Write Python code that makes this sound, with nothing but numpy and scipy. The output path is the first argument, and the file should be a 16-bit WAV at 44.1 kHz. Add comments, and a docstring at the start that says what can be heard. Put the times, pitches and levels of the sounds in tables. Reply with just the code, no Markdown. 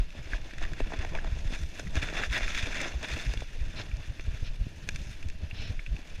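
"""A soft thump opens the scene over a low lumpy rumble and crackling leaves: a rider pedals a mountain bike
along a leafy woodland trail, heard by a microphone in a plastic housing. Thumps are short swings of pressure;
rumble, hiss and cloth swishes are shaped noise. Leaf snaps are noise bursts that ring the housing, while tyre
roll rings the mount and frame. Ticks and woody knocks are single blows on these same two bodies."""
import sys
import numpy as np
from scipy import signal
from scipy.fft import rfft, irfft
from scipy.io import wavfile
from scipy.ndimage import uniform_filter1d

SR = 44100
rng = np.random.default_rng(int(sys.argv[2]) if len(sys.argv) > 2 else 0)


def unload_wav(signal):
    """Save mono or channel-first audio to the path in sys.argv[1] as 16-bit WAV at rate SR, clipped to [-1, 1]."""
    wavfile.write(
        sys.argv[1],
        SR,
        np.round(np.clip(np.atleast_2d(signal).T, -1, 1) * 32767).astype(np.int16),
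    )


N = 273420  # length in samples

# jolts through the mount, most of them one per pedal stroke; the crest comes 21.75 ms after start_s:
# start_s, level_db (main swing), pitch_hz, length_cycles
THUMPS = [(-0.019, -18.5, 39, 2), (0.319, -22.5, 36.2, 2.1), (0.496, -41, 31.8, 3), (0.626, -24, 35.4, 1.5),
          (0.79, -35, 32, 1.9), (0.973, -24.5, 33.7, 0.86), (1.305, -23.5, 50, 1.6),
          (1.347, -24.5, 55.4, 1.1), (1.435, -25, 60, 1.1), (1.51, -29, 32.3, 2), (1.615, -26.5, 60.5, 2.8),
          (1.955, -19, 63.6, 1.8), (2.287, -22, 46.4, 1.7), (2.406, -25, 32.5, 1.7),
          (2.613, -26.5, 78.1, 1.8), (2.941, -24.5, 59, 2.45), (3.247, -25.5, 54.7, 1.4),
          (3.272, -23, 48, 2.4), (3.352, -26.5, 35.8, 0.99), (3.596, -22, 47.8, 1.77),
          (3.918, -21.5, 46, 1.54), (4.263, -24, 60.7, 1.6), (4.408, -22.5, 50, 0.6),
          (4.596, -18.5, 37, 1.27), (4.647, -26, 112, 1.25), (4.927, -29.5, 34.7, 0.38),
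          (4.967, -31, 53.3, 1.2), (5.24, -28, 78.1, 3), (5.414, -26, 74.5, 2.5), (5.51, -31.5, 92, 1.5),
          (5.578, -31, 77.5, 2.3), (5.899, -22, 45.4, 1.8)]
# shaking of the mount: time_s, sway_db (deep), rumble_db (quicker)
SHAKING_LEVELS = [(0.0, -33.5, -55), (0.14, -40.5, -46.5), (0.6, -37, -47), (1.2, -38, -43),
                  (1.6, -37.5, -45), (2.0, -35.5, -41.5), (2.45, -33.5, -50), (2.65, -34, -42.5),
                  (2.83, -39.5, -51.5), (3.0, -40.5, -48), (3.5, -38, -45), (4.0, -38.5, -46.5),
                  (4.45, -37, -46.5), (4.72, -48, -48.5), (5.0, -41.5, -45.5), (5.38, -37.5, -49),
                  (5.62, -36, -38), (5.84, -40, -49.5), (5.94, -40, -37.5), (6.03, -40, -57),
                  (6.2, -50, -52)]
# the rider's body heaves and the sway swells: peak_s, sway_db
BODY_HEAVES = [(0.28, -42), (0.65, -25), (0.85, -24.5), (1.09, -27), (1.17, -26), (1.26, -26), (1.5, -23),
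               (1.67, -36), (1.95, -27.5), (2.19, -31), (2.35, -41), (2.47, -21.5), (3.64, -31), (4.3, -33),
               (4.51, -26.5), (4.61, -31.5), (4.94, -31), (5.29, -30.5), (5.42, -46), (5.77, -28),
               (6.13, -33.5)]
HEAVE_DB_PER_S = 266  # how fast a heave swells and fades
# tone colour of the deep sway: pitch_hz, level_db (relative, per Hz)
SWAY_COLOUR = [(4, 11.5), (14, 9), (26, 10.5), (45, -6.5), (80, -11.5)]
# tone colour of the quicker rumble: pitch_hz, level_db (relative, per Hz)
RUMBLE_COLOUR = [(25, -6), (50, -3), (100, -7), (170, -15), (280, -32.5), (600, -40.5)]

# steady bed of leaves under the tyres: time_s, crackle_db, roll_db (dull tyre roll)
LEAF_BED = [(0.0, -51.5, -53), (0.1, -62.5, -67), (0.4, -54.5, -55.5), (0.9, -52.5, -52), (1.1, -51, -52),
            (1.7, -53.5, -55.5), (1.92, -54.5, -56), (1.97, -44, -47.5), (2.25, -42.5, -45),
            (2.285, -54, -54), (2.33, -40.5, -46.5), (2.6, -39, -48.5), (2.86, -37, -40.5),
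            (2.9, -43.5, -47), (3.0, -52.5, -52), (3.1, -42.5, -48.5), (3.43, -48.5, -54.5),
            (3.48, -54.5, -60.5), (3.72, -52.5, -57), (4.1, -58.5, -61.5), (4.36, -55, -55),
            (4.6, -62, -60.5), (5.14, -53, -56.5), (5.38, -66.5, -62), (5.65, -49.5, -52.5),
            (5.84, -61.5, -62.5), (6.2, -53.5, -55)]
# a tyre ploughs through a heap of leaves: loudest_s, crackle_db, length_s, roll_db (relative to crackle)
LEAF_CRUNCHES = [(0.192, -43.5, 0.073, -2), (0.337, -45, 0.19, -2), (0.515, -50, 0.068, -14),
                 (0.634, -40, 0.061, -2), (0.804, -46.5, 0.068, -10), (0.938, -46.5, 0.043, 6),
                 (1.022, -45, 0.26, 0), (1.159, -44.5, 0.065, 8), (1.272, -45.5, .09, -1),
                 (1.374, -49.5, 0.045, -1), (1.544, -41, 0.13, -4.5), (1.796, -39.5, 0.059, -3.5),
                 (1.972, -32.5, 0.036, -2), (2.037, -35.5, 0.042, -7), (2.112, -43.5, 0.061, -7),
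                 (2.2, -35.5, 0.12, -8), (2.236, -33, 0.041, -6), (2.374, -31.5, 0.086, -8),
                 (2.435, -34, 0.054, -9), (2.507, -36, 0.046, -6), (2.552, -42, 0.02, -15),
                 (2.589, -34.5, 0.062, -23), (2.73, -57, .07, 6), (2.806, -39, 0.08, -10),
                 (2.848, -39, .05, -15), (3.046, -34.5, 0.047, -6), (3.12, -40.5, 0.064, -16),
                 (3.176, -43, .06, -10), (3.27, -58, 0.05, -11), (3.805, -44, 0.14, -1),
                 (4.04, -49.5, 0.16, -4.5), (4.207, -50, .07, -16), (4.355, -51.5, 0.14, -8),
                 (4.484, -56.5, 0.053, -3), (4.966, -43, .016, -22), (4.994, -52.5, .08, -17),
                 (5.132, -48, .06, -14), (5.441, -51, 0.11, -1)]
CRUNCH_RISE, CRUNCH_DROP_DB = 0.65, 15  # share of the length spent rising; drop at both ends
# leaf brightness as the trail surface changes: time_s, tilt_db_per_octave (at a crackle of -53.5 dB)
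LEAF_BRIGHTNESS = [(0, 0.5), (.6, 1), (1.2, 0.5), (1.7, 4.5), (2.1, 2.5), (2.5, 3.5), (2.9, 2.5),
                   (3.25, 3.5), (3.6, 2), (4.2, 1.5), (5.1, 3.5), (5.45, 1), (6.2, 1.5)]
DULLING_DB = 0.25  # brightness per octave lost for each dB louder

# ways the housing rings: pitch_hz, width_hz (before extra damping), level_db (relative)
HOUSING_MODES = [(1310, 86, -10), (1720, 460, 6.5), (2350, 292, 3.5), (2674, 280, 5), (3499, 300, 3),
                 (4390, 610, -6.5), (5094, 283, -4.5), (6056, 970, -5), (7150, 1700, -15.5),
                 (8250, 1540, -16.5), (9780, 1200, -23.5), (11600, 1100, -29), (13040, 790, -29),
                 (14900, 780, -39)]
# low ways the mount and frame ring: pitch_hz, width_hz (before extra damping), level_db (relative)
FRAME_MODES = [(184, 164, 0), (310, 90, 1.5), (463, 117, -4), (613.5, 103, 0.5), (774, 320, -8),
               (1058, 58, -15.5), (988, 276, -10)]

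# tone colour of the faint hiss: pitch_hz, level_db (relative, per Hz)
HISS_COLOUR = [(200, -25), (320, 3.5), (620, -5), (1050, -9), (1770, 2.5), (2100, -2.5), (2570, 4),
               (3060, -0.5), (3500, -4), (4700, -6), (6240, -13), (7600, -24.5), (10000, -20.5),
               (13000, -27), (14000, -26), (15300, -40)]
HISS_DB = -58  # middle level, before its small wavering

# ticks on the housing: start_s, peak_db, pitch_hz (strongest ring), treble_db (relative to peak)
HOUSING_TICKS = [(0.1044, -37.5, 3500, -19), (0.3337, -22, 1700, -49), (0.381, -41, 1820, -22),
                 (0.51, -36.5, 1790, -30), (0.536, -35, 2750, -23), (0.583, -31.5, 1710, -17),
                 (0.6263, -29, 1600, -19), (0.651, -29, 1670, -25), (0.7338, -31, 1710, -18),
                 (0.8039, -30, 2470, -22), (0.873, -35, 2630, -28), (0.921, -35, 1440, -30),
                 (0.972, -43, 1810, -7), (0.99, -31.5, 2560, -19), (1.049, -27.5, 1720, -18),
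                 (1.151, -25.5, 2650, -21), (1.174, -35, 2090, -30), (1.1867, -30, 1650, -46),
                 (1.244, -37, 1790, -17), (1.7952, -31.5, 1720, -7), (1.8705, -35, 1760, -25),
                 (1.955, -27, 1960, -8), (2.025, -36, 2200, -17), (2.0867, -24.5, 2080, -28),
                 (2.1788, -28, 1720, -13), (2.2358, -20.5, 1630, -30), (2.2997, -33.5, 3480, -27),
                 (2.3275, -23.5, 1670, -25), (2.3375, -23.5, 1740, -23), (2.378, -26.5, 1900, -3),
                 (2.407, -27, 1700, -28), (2.4793, -21, 2260, -22), (2.547, -27, 2300, -16),
                 (2.5765, -23, 1780, -20), (2.6267, -24, 2420, -22), (2.634, -32, 2420, -6),
                 (2.659, -27, 2310, -25), (2.745, -25, 2250, -15), (2.805, -27, 1610, -17),
                 (2.815, -26.5, 2600, 2), (3.029, -33, 1630, 0), (3.0867, -30, 1840, -14),
                 (3.115, -32, 1800, -10), (3.177, -37, 2500, 0), (3.1971, -30, 3460, -23),
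                 (3.3368, -29.5, 2560, -8.5), (3.3735, -29.5, 3480, -22), (3.406, -31, 2740, -14),
                 (3.914, -36.5, 2350, -34), (3.9686, -38.5, 1710, -3), (4.196, -29.5, 2290, -29),
                 (4.8889, -19, 2650, -16.5), (4.9595, -28, 2850, -9), (5.227, -34.5, 2560, -16),
                 (5.286, -37.5, 2420, -8), (5.2999, -36.5, 2660, -10), (5.5105, -31.5, 2580, -47),
                 (5.793, -29.5, 2200, -47), (5.8632, -30, 2350, -31), (5.965, -34, 2780, -20)]
NARROW_DB, NARROWING = -3, 0.75  # narrowness per octave, and its growth for each dB of treble lost
TAIL, TAIL_S = 0.13, 0.003  # rough tail of a tick: share of the blow, decay time in seconds

# woody knocks in mount and frame: start_s, peak_db, pitch_hz (strongest ring)
FRAME_KNOCKS = [(0.149, -39, 318), (0.33, -40, 207), (0.533, -39, 253), (0.616, -36.5, 587),
                (0.8025, -22, 430), (0.81, -32, 310), (0.904, -41, 891), (0.9205, -28.5, 850),
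                (1.0478, -34, 680), (1.135, -40, 500), (1.149, -32, 700), (1.173, -36, 600),
                (1.186, -38, 500), (1.246, -32, 800), (1.275, -47, 283), (1.504, -33, 202),
                (1.524, -29.5, 196), (1.795, -34, 450), (1.83, -45, 305), (1.953, -31, 234),
                (2.028, -39, 283), (2.087, -39, 272), (2.126, -30, 398), (2.407, -34, 603),
                (2.459, -37, 331), (2.857, -35, 455), (3.032, -36, 670), (3.337, -33, 452),
                (3.371, -38, 226), (3.42, -32, 533), (3.739, -42, 409), (4.194, -37.5, 352),
                (4.425, -37, 202), (4.664, -37.5, 202), (4.886, -36, 403), (5.435, -48, 202)]
KNOCK_NARROW_DB = 8.5  # loss per octave away from the strongest ring

# smooth swishes, likely cloth brushing the housing: start_s, length_s, level_db
CLOTH_SWISHES = [(3.757, 0.071, -43.5), (4.439, 0.057, -48.5), (5.54, 0.18, -47)]
# tone colour of the swishes: pitch_hz, level_db (relative, per Hz)
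SWISH_COLOUR = [(530, -53), (900, -65), (1410, -6), (1660, -15.5), (2550, 0), (3360, -4.5), (4260, -3.5),
                (4780, -13.5), (5220, -3.5), (7430, -39), (9660, -56), (16300, -120)]

EDGE_HZ = 15250  # top of the recorder's band


def gain_of(db):
    """Turns decibels into a gain."""
    return 10 ** (np.asarray(db) / 20)


def evened(x):
    """Scales a sound to an average strength (rms) of 1."""
    return x / np.sqrt(np.mean(x ** 2) + 1e-20)


def add(mix, s, sound):
    """Mixes a sound in at time s; what falls before the start is lost."""
    at = round(s * SR)
    sound = sound[max(-at, 0):]
    part = mix[max(at, 0):][:len(sound)]
    part += sound[:len(part)]


def curves(rows):
    """Draws straight lines through each table column, giving one value per sample."""
    s, *columns = np.transpose(rows)
    t = np.arange(N) / SR
    return [np.interp(t, s, column) for column in columns]


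def noise(points):
    """Colours random noise with a table of levels over pitch, at rms 1."""
    hz = np.fft.rfftfreq(N, 1 / SR)
    f, db = np.transpose(points)
    colour_db = np.interp(np.log(hz + 1), np.log(f + 1), db, left=-90, right=-90)
    return evened(irfft(rfft(rng.standard_normal(N)) * gain_of(colour_db), N))


def lumps(seconds):
    """Smooths chance over the given time into a slow wavering, rms 1."""
    size = max(round(seconds * SR), 1)
    smoother = uniform_filter1d(rng.standard_normal(N), size)
    return evened(uniform_filter1d(smoother, size))


def swells(bed_db, s, db, rise_db_per_s, fall_db_per_s):
    """Puts swells that peak at times s on top of a level in dB; powers add."""
    grid = np.arange(0, N, 64)  # every 64 samples is fine enough
    late = grid[:, None] / SR - s
    peaks_db = db - np.where(late < 0, -late * rise_db_per_s, late * fall_db_per_s)
    power = np.interp(np.arange(N), grid, np.sum(gain_of(peaks_db) ** 2, axis=1))
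    return 10 * np.log10(gain_of(bed_db) ** 2 + power)


def ring(modes, extra_db=0, damping=1):
    """Each mode answers a click by swelling, then dying; neighbours swing opposite ways."""
    hz, width, db = np.transpose(modes)[:, :, None]
    t = np.arange(1536) / SR
    sign = (-1.) ** np.arange(len(hz))[:, None]
    fall = 1.55 * damping * np.pi * width
    envelope = fall ** 2 * t * np.exp(-fall * t)
    return sign * gain_of(db + extra_db) * envelope * np.sin(2 * np.pi * hz * t)


def rubbed(modes, loudness, own_db, tilt_db=0, pivot_hz=2500):
    """Rough bursts ring a body; each mode's share wavers by chance, so no snap reaches all alike."""
    rough, out = loudness * rng.standard_normal(N), np.zeros(N)
    answers = ring(modes)
    for (hz, _, _), answer in zip(modes, answers):
        reach_db = own_db * lumps(0.016) + tilt_db * np.log2(hz / pivot_hz)
        out += signal.oaconvolve(rough * gain_of(reach_db), answer)[:N]
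    return out / np.sqrt(np.mean(rough ** 2) * np.sum(answers.sum(0) ** 2))


def struck(modes, blow, extra_db, damping):
    """One blow rings all modes of a body together, scaled to peak 1."""
    sound = np.convolve(blow, ring(modes, extra_db, damping).sum(0))
    return sound / abs(sound).max()


def thumps():
    """A jolt presses the microphone port: a swing or two with a sharper crest in the middle."""
    out = np.zeros(N)
    for s, db, hz, cycles in THUMPS:
        turns = np.arange(-1.5, 2.5, hz / SR / cycles) * cycles  # 0 at the crest
        slower_fall = np.where(turns > 0, 2.1, 1)
        swing = np.cos(2 * np.pi * turns) * np.exp(-(3.27 * turns / cycles) ** 2 / slower_fall)
        crest = np.cos(2 * np.pi * 2.46 * turns) * np.exp(-(1.7 * turns) ** 2)
        add(out, s + 0.02175 + turns[0] / hz, gain_of(db) * (swing + 0.16 * crest))
    return out


def shaking():
    """The mount sways and rumbles in lumps as the wheels meet small bumps."""
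    sway_db, rumble_db = curves(SHAKING_LEVELS)
    sway_db = swells(sway_db, *np.transpose(BODY_HEAVES), HEAVE_DB_PER_S, HEAVE_DB_PER_S)
    sway = gain_of(sway_db) * noise(SWAY_COLOUR)
    rumble = gain_of(rumble_db + 5.38 * lumps(0.026)) * noise(RUMBLE_COLOUR)
    return sway + rumble


def crackle(per_s, spread_db, clump_db, snap_s, hush):
    """Loudness of clumped snaps of very unequal size, each dying fast, over a finer hush."""
    chance = per_s / SR * gain_of(clump_db * lumps(0.023))
    size = gain_of(spread_db * np.minimum(rng.exponential(1, N), 3.5))
    hits = size * (rng.random(N) < chance)
    decay = np.exp(-1 / (snap_s * SR))
    return evened(signal.lfilter([1], [1, -decay], hits)) + hush


def leaves():
    """Snapping leaves ring the housing; the tread rolling on dirt rings the frame."""
    bed_db, bed_roll_db = curves(LEAF_BED)
    s, db, length, roll_rel_db = np.transpose(LEAF_CRUNCHES)
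    rise = CRUNCH_DROP_DB / (CRUNCH_RISE * length)
    fall = CRUNCH_DROP_DB / ((1 - CRUNCH_RISE) * length)
    level_db = swells(bed_db, s, db, rise, fall)
    roll_db = swells(bed_roll_db, s, db + roll_rel_db, rise, fall)

    tilt_db = curves(LEAF_BRIGHTNESS)[0] - DULLING_DB * (level_db + 53.5)
    harder_db = 0.13 * (roll_db + 48.5)  # a harder roll favours the higher frame modes
    snaps = crackle(per_s=420, spread_db=3.5, clump_db=2.5, snap_s=0.0034, hush=1.0)
    grit = 0.22 * snaps + crackle(per_s=190, spread_db=2.0, clump_db=2.5, snap_s=0.0081, hush=0.43)
    crackling = gain_of(level_db) * rubbed(HOUSING_MODES, snaps, 1.5, tilt_db)
    rolling = gain_of(roll_db) * rubbed(FRAME_MODES, grit, 1.36, harder_db, pivot_hz=620)
    return crackling + rolling


def hiss():
    """Faint rustle and microphone noise: coloured noise with a slightly wavering level."""
    return gain_of(HISS_DB + 1.5 * lumps(0.01)) * noise(HISS_COLOUR)


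def ticks():
    """A sharp blow with a faint rough tail rings the housing most near the tick's own pitch."""
    out, t = np.zeros(N), np.arange(400) / SR
    modes_hz = np.array(HOUSING_MODES)[:, :1]
    roughs = rng.standard_normal((len(HOUSING_TICKS), 400))
    for (s, db, hz, treble_db), rough in zip(HOUSING_TICKS, roughs):
        narrow_db = NARROW_DB - NARROWING * treble_db  # dull ticks favour their pitch most
        near_db = -abs(narrow_db * np.log2(modes_hz / hz))
        # modes from 4 kHz up follow the treble column, lifted over their low standing in the table
        extra_db = np.where(modes_hz < 4000, near_db, treble_db + 11.5)
        blow = (t == 0) + TAIL * rough * np.exp(-t / TAIL_S)
        # damping below 1: a clean blow shows sharper modes than rubbing does
        add(out, s, gain_of(db) * struck(HOUSING_MODES, blow, extra_db, damping=0.81))
    return out


def knocks():
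    """Each knock is one blow that favours the frame modes near its own pitch."""
    out, modes_hz = np.zeros(N), np.array(FRAME_MODES)[:, :1]
    for s, db, hz in FRAME_KNOCKS:
        near_db = -abs(KNOCK_NARROW_DB * np.log2(modes_hz / hz))
        add(out, s, gain_of(db) * struck(FRAME_MODES, [1], near_db, damping=1.18))
    return out


def swishes():
    """Brushing cloth makes fine even noise that swells and fades."""
    t, swell = np.arange(N) / SR, np.zeros(N)
    for s, length, db in CLOTH_SWISHES:
        arch = abs(np.sin(np.pi * np.clip((t - s) / length, 0, 1)))
        swell += gain_of(db) * arch ** 0.43
    return swell * noise(SWISH_COLOUR)


def scene():
    """All sources reach one microphone."""
    return (thumps() + shaking() + leaves() + hiss() + ticks() + knocks() + swishes())[None]


def record(dry):
    """The recorder's band limit cuts off the highest treble."""
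    low_pass = signal.firwin(511, EDGE_HZ, window=("kaiser", 9), fs=SR)
    return signal.oaconvolve(dry, low_pass[None], "same")


dry = scene()
out = record(dry)
unload_wav(out)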